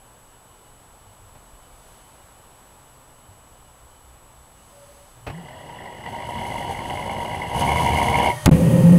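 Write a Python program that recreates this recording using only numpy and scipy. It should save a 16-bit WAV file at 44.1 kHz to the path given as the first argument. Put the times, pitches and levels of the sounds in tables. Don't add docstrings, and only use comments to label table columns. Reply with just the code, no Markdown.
import sys
import numpy as np
from scipy import signal
from scipy.fft import rfft, irfft, next_fast_len
from scipy.io import wavfile

SR = 44100
rng = np.random.default_rng(int(sys.argv[2]) if len(sys.argv) > 2 else 0)


def wav_out(sig):
    wavfile.write(sys.argv[1], SR, np.round(np.clip(np.atleast_2d(sig).T, -1, 1) * 32767).astype(np.int16))


N = 396018
TIME = np.arange(N) / SR
LIT_S, FLAME_OUT_S, BANG_S = 5.33, 8.285, 8.4592


def from_db(db):
    return 10 ** (np.asarray(db) / 20)


def rms_one(x):
    return x / np.sqrt(np.mean(x ** 2) + 1e-20)


def between(start, end, fade):
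    return np.clip(1 + np.minimum(TIME - start, end - TIME) / fade, 0, 1)


def swell(middle, length):
    return np.exp(-2 * ((TIME - middle) / length) ** 2)


def decay(start, seconds):
    return (TIME >= start) * np.exp(-np.maximum(TIME - start, 0) / seconds)


def noise(colour):
    hz, db = np.transpose(colour)
    f = np.maximum(np.arange(N // 2 + 1) * SR / N, 1)
    gain = from_db(np.interp(np.log(f), np.log(hz), db))
    skirts = np.minimum(f / hz[0], 1) ** 2 * np.minimum(hz[-1] / f, 1) ** 2
    return rms_one(irfft(rfft(rng.standard_normal(N)) * gain * skirts, N))


def drift(rate_hz, order=2):
    size = next_fast_len(N // 8 + 2)
    f = np.arange(size // 2 + 1) * SR / 8 / size
    slow = irfft(rfft(rng.standard_normal(size)) / (1 + (f / rate_hz) ** order), size)
    return np.interp(np.arange(N) / 8, np.arange(size), rms_one(slow))


def phase_of(hz):
    return 2 * np.pi * np.cumsum(hz + np.zeros(N)) / SR


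def soft_note(hz):
    return np.sqrt(2) * np.sin(phase_of(hz * (1 + 0.0081 * drift(25))))


def resonance(hz, width, order=2):
    phase = phase_of(hz)
    return rms_one(drift(width / 2, order) * np.cos(phase) + drift(width / 2, order) * np.sin(phase))


def ringing(modes):
    return sum(from_db(db) * resonance(hz, width) for hz, width, db in modes)


def flutter(cycle, depth_db):
    return rms_one(from_db(depth_db * np.cos(cycle)))


def workshop_reverb(x, t60_s=0.27, wet_db=-8, band_hz=(200, 4500)):
    t = np.arange(SR // 2) / SR
    tail = rng.standard_normal(len(t)) * from_db(-60 * t / t60_s) * (t > .004)
    walls = signal.butter(1, band_hz, "band", fs=SR, output="sos")
    tail = signal.sosfilt(walls, tail / np.linalg.norm(tail))
    return x + from_db(wet_db) * signal.fftconvolve(x, tail)[:N]


# (frequency [Hz], relative level [dB])
AIR_EQ = [(110, -13), (250, -5.5), (330, -8.5), (550, -4.5), (1000, -3), (1900, -15.5), (3300, -19),
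          (5600, -23.5), (6400, -22), (9300, -21.5), (10300, -15), (11900, -18.5), (12400, -25),
          (15500, -31)]
RUMBLE_EQ = [(18, -4), (42, -5.5), (70, -8), (110, -9.5), (170, -16), (300, -31.5)]
# (centre [s], length [s], frequency [Hz], bandwidth [Hz], level [dB])
RUMBLE_SWELLS = [(1.15, .3, 97, 17, -53), (1.597, 0.57, 40, 25, -51.5), (4.3, 1.3, 61, 12, -56),
                 (5.2, 0.18, 125, 22, -58)]
def room_tone():
    air_db = -53 + 1.5 * swell(2.2, length=1.2)
    swells = sum(from_db(db) * swell(s, length) * resonance(hz, width)
                 for s, length, hz, width, db in RUMBLE_SWELLS)
    hum = from_db(-65) * soft_note(hz=124)
    return from_db(air_db) * noise(AIR_EQ) + from_db(-56.5) * noise(RUMBLE_EQ) + swells + hum


def electronics_whine():
    polarity = np.tanh(14 * np.sin(phase_of(30)))
    return from_db(-56.5) * np.sin(phase_of(7867)) * polarity + from_db(-68) * np.sin(phase_of(11046))


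# (frequency [Hz], relative level [dB])
JET_EQ = [(1200, -1.5), (3000, -3.5), (3900, -4), (4800, -3), (5500, -8.5), (6400, 0), (7100, -8.5),
          (8200, -3), (10600, 1), (11800, -8), (13500, -11), (15700, -17)]
# (centre [s], length [s], level [dB])
GAS_PUFFS = [(1.914, 0.32, -61), (4.912, 0.53, -58.5)]
# (frequency [Hz], bandwidth [Hz], level [dB])
RUSH_MODES = [(124.3, 44, -36.5), (600, 49, -42.5), (990, 900, -44.5), (1866, 70, -45.5),
              (3130, 250, -51.5)]
def gas_jet(cycle, feed_db):
    unlit = between(FLAME_OUT_S + 0.038, TIME[-1], fade=0.032)
    pinch = flutter(cycle, depth_db=2) * from_db(1.95 * drift(25))
    burning = from_db(-38 + 1.075 * feed_db) * pinch * (TIME > LIT_S) * (1 - unlit)
    puffs = sum(from_db(db) * swell(s, length) for s, length, db in GAS_PUFFS)
    hiss = (puffs + burning + from_db(-42.5) * unlit) * noise(JET_EQ)
    return hiss + unlit * ringing(RUSH_MODES)


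# (frequency [Hz], bandwidth [Hz], resting level [dB])
LINE_WHISTLES = [(2912, 28, -75), (3030, 27, -73), (3530, 140, -75.5), (6360, 110, -79), (13850, 400, -77)]
def gas_line(puff_lift_db=2):
    puffing = sum(swell(s, length) for s, length, _ in GAS_PUFFS)
    return from_db(puff_lift_db * puffing) * ringing(LINE_WHISTLES)


# (centre [s], length [s], level [dB])
HOOT_GUSTS = [(4.775, 0.06, -52), (4.835, 0.026, -48), (4.902, 0.029, -47.5), (5.0, 0.072, -52.5)]
def cold_hoots():
    gusts = sum(from_db(db) * swell(s, length) for s, length, db in HOOT_GUSTS)
    return gusts * soft_note(hz=572)


def ignition_whoop(top_s=5.395, width_s=.085, rise_db_per_s=134, fall_db_per_s=120.5):
    hz = 112.8 + 61 * np.exp(-((TIME - top_s) / width_s) ** 2)
    since_loudest = TIME - (top_s - 0.032)
    db = -34 + np.minimum(rise_db_per_s * since_loudest, -fall_db_per_s * since_loudest)
    return from_db(db) * soft_note(hz)


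# (time [s], turn length [s], feed gained [dB])
VALVE_TURNS = [(5.359, .4, 6), (6.001, .12, 7), (6.201, 0.205, 4.5), (7.48, .13, 10.5)]
def gas_feed():
    return sum(db * (np.clip((TIME - s) / length, 0, 1) - 1) for s, length, db in VALVE_TURNS)


def surge_cycle(feed_db, full_feed_hz=74):
    jitter = 0.0856 - .009 * feed_db
    return phase_of(full_feed_hz * from_db(.2 * feed_db) * (1 + jitter * drift(35.32)))


# (frequency [Hz], bandwidth [Hz], relative level [dB])
BODY_MODES = [(477, 29, -10.5), (595, 134, -7), (715, 55, -3), (793, 40, 1.5), (887, 69, -0.5),
              (1062, 50, -6.5)]
# (frequency [Hz], relative level [dB])
ROAR_EQ = [(100, -23), (220, 0), (300, -4), (385, 0.5), (435, -7), (540, 2), (980, 0), (1250, -20),
           (1650, -11), (2450, -21), (3300, -19.5), (3700, -26.5), (4800, -25), (7000, -41.5), (15000, -52)]
def flame_roar(cycle, strength, flare):
    howl = np.sqrt(2) * np.sin(phase_of(948 + 17 * drift(30.4))) * from_db(3.8 * drift(25))
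    modes = from_db(-0.8) * strength * rms_one(ringing(BODY_MODES))
    body = strength * (modes + from_db(-4) * howl) * flutter(cycle, depth_db=3)
    turbulence = noise(ROAR_EQ) * flutter(cycle, depth_db=2.5)
    return body * flare + from_db(-3.5) * turbulence * np.sqrt(flare)


# (frequency [Hz], bandwidth [Hz], relative level [dB])
BRIGHT_MODES = [(2930, 360, -6.5), (3354, 110, -16.5), (4340, 400, -26.5)]
def flame_pops(cycle, feed_db, strength, flare):
    pop_hz = 2140 + 6.5 * feed_db
    chirp = np.sqrt(2) * np.sin(phase_of(pop_hz + 80 * drift(99.6)))
    rasp = from_db(-2.5) * resonance(pop_hz, width=354, order=4)
    pops = (chirp + rasp) * flutter(cycle, depth_db=9.5) * from_db(3.4 * drift(44))
    answers = sum(from_db(db) * resonance(hz, width, order=3) for hz, width, db in BRIGHT_MODES)
    answers *= flutter(cycle + np.pi, depth_db=4)
    return (from_db(-4.5) * pops + from_db(2.5 - 3.2 * strength) * answers) * np.sqrt(flare)


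# (frequency [Hz], relative level [dB])
CHUG_EQ = [(20, -30), (55, -22), (76, -0.5), (105, -4.5), (145, -3.5), (220, -10.5), (400, -26)]
def flame_chug(cycle, strength):
    throb = np.sin(cycle) + from_db(-4.5 + 2 * drift(31)) * np.sin(2 * cycle)
    rumble = from_db(-1) * noise(CHUG_EQ)
    dip = rms_one(np.exp(5.9 * (np.cos(cycle) - 1)))
    kicks = from_db(-3.5 + 2.5 * drift(40)) * (dip.mean() - dip)
    return rumble + strength ** 3 * (from_db(-6) * throb + kicks)


# (time [s], boost [dB])
FLARE_UPS = [(5.484, 11), (6.063, 10.5), (6.29, 2.5), (6.381, 5.5), (6.899, 8), (6.972, 11), (7.095, 4),
             (7.249, 6.5), (7.611, 10), (7.76, 2.5), (8.179, 5), (8.26, 6)]
def flame(cycle, feed_db, gasp_db=4.5, gasp_s=.012):
    flare_db = sum(db * decay(s, 0.012) - gasp_db * ((s - gasp_s < TIME) & (TIME < s))
                   for s, db in FLARE_UPS)
    flare = from_db(flare_db + 1.2 * drift(25))
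    strain_db = 4 * np.exp(-np.abs(TIME - FLAME_OUT_S) / 0.15)
    roar_db = -25 + 0.65 * feed_db + strain_db
    strength = np.clip((roar_db + 52.5) / 26, 0, 1)
    roar = from_db(roar_db) * flame_roar(cycle, strength, flare)
    pops = from_db(-29.5 + 0.85 * feed_db + strain_db) * flame_pops(cycle, feed_db, strength, flare)
    chug = from_db(-27 + 0.85 * feed_db) * flame_chug(cycle, strength)
    return between(LIT_S, FLAME_OUT_S, fade=0.045) * (roar + pops + chug)


# (time [s], relative crack level [dB], crack decay [s], boom level [dB],
# boom pitch [Hz], boom decay [s])
HITS = [(1.351, -46.5, 0.015, -52, 111, .03), (3.288, -62, 0.018, -39, 95, .03),
        (5.265, -26.5, 0.021, -34, 45, .03), (5.298, -35.5, 0.011, -35, 110, 0.023),
        (8.461, -11.5, 0.006, -1, 105, 0.018), (8.467, -22, 0.0046, -14, 151, 0.0037),
        (8.477, -29, .003, 8, 195, 0.0072), (8.4891, -19, 0.0037, 5, 215, 0.0052),
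        (8.512, -25, 0.03, -12.5, 71, 0.052)]
# (frequency [Hz], relative level [dB])
CRACK_EQ = [(80, 9.5), (300, 0.5), (800, 4.5), (1300, -8), (2600, -7), (3800, -19), (7000, -30),
            (15000, -36)]
def thumps_and_bang():
    crack_envelope, booms = 0, 0
    for s, crack_db, crack_s, boom_db, boom_hz, boom_s in HITS:
        attack_s = crack_s / 10
        crack_envelope += from_db(crack_db + 2.5) * (decay(s, crack_s) - decay(s, attack_s))
        booms -= from_db(boom_db) * decay(s, boom_s) * np.sin(2 * np.pi * boom_hz * (TIME - s))
    build_up = from_db(-11) * (TIME < BANG_S) * np.exp(-np.abs(TIME - BANG_S) / 0.0019)
    shock_eq = [(700, 2), (2700, -3.5), (4000, -10), (6200, -3), (10000, -7.5), (12500, -17)]
    shock = from_db(-9) * decay(BANG_S, 0.0026) * noise(shock_eq)
    return crack_envelope * noise(CRACK_EQ) + shock, booms + build_up


# (time [s], hold [s], level [dB])
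FIRING_FITS = [(8.51, 0.036, -8.5), (8.61, 0.056, -15.5), (8.682, 0.0097, -18), (8.726, 0.032, -13.5),
               (8.781, .022, -13.5), (8.836, 0.13, -8)]
# (frequency [Hz], relative level [dB])
EXHAUST_EQ = [(20, -29), (60, -17), (120, 8.5), (210, 1.5), (300, -4), (440, -9), (580, -10), (700, -22.5),
              (900, -16.5), (1400, -32.5), (2800, -29), (4000, -52), (9000, -35.5), (13500, -41)]
def pulsing_pipe(hot_hz=172.4, cold_sag_hz=16.1, warm_up_s=0.0796, attack_s=0.0045, release_s=.014):
    start = FIRING_FITS[0][0]
    hz = hot_hz - cold_sag_hz * decay(start, warm_up_s)
    firing = 0
    for s, hold, db in FIRING_FITS:
        attack = np.clip((TIME - s) / attack_s, 0, 1)
        release = np.exp(-np.maximum(TIME - s - hold, 0) / release_s)
        firing += from_db(db) * attack * release
    phase = phase_of(hz * (1 + 0.0314 * drift(48)))
    note = np.sqrt(2) * firing * from_db(0.72 * drift(54)) * np.sin(phase)
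    overtone = from_db(-26.5) * resonance(522, width=35)
    exhaust = from_db(-18) * noise(EXHAUST_EQ)
    return (note + overtone + exhaust) * between(start, TIME[-1], fade=attack_s)


# (start [s], end [s])
MIC_CHOKES = [(8.474, 8.478), (8.482, 8.489), (8.495, 8.511)]
def scene():
    feed_db = gas_feed()
    cycle = surge_cycle(feed_db)
    cracks, booms = thumps_and_bang()
    mix = workshop_reverb(flame(cycle, feed_db)) + gas_jet(cycle, feed_db) + gas_line() + cold_hoots()
    mix += ignition_whoop() + pulsing_pipe() + cracks + room_tone() + electronics_whine()
    choked = np.clip(sum(between(start, end, fade=0.00074) for start, end in MIC_CHOKES), 0, 1)
    return (mix * (1 - choked) + booms * (1 - 0.89 * choked))[None]


def record(dry, ceiling=.71, cutoff_hz=15700):
    clipped = dry / (1 + (dry / ceiling) ** 10) ** (1 / 10)
    return signal.sosfilt(signal.ellip(12, .1, 90, cutoff_hz, fs=SR, output="sos"), clipped)


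dry = scene()
out = record(dry)
wav_out(out)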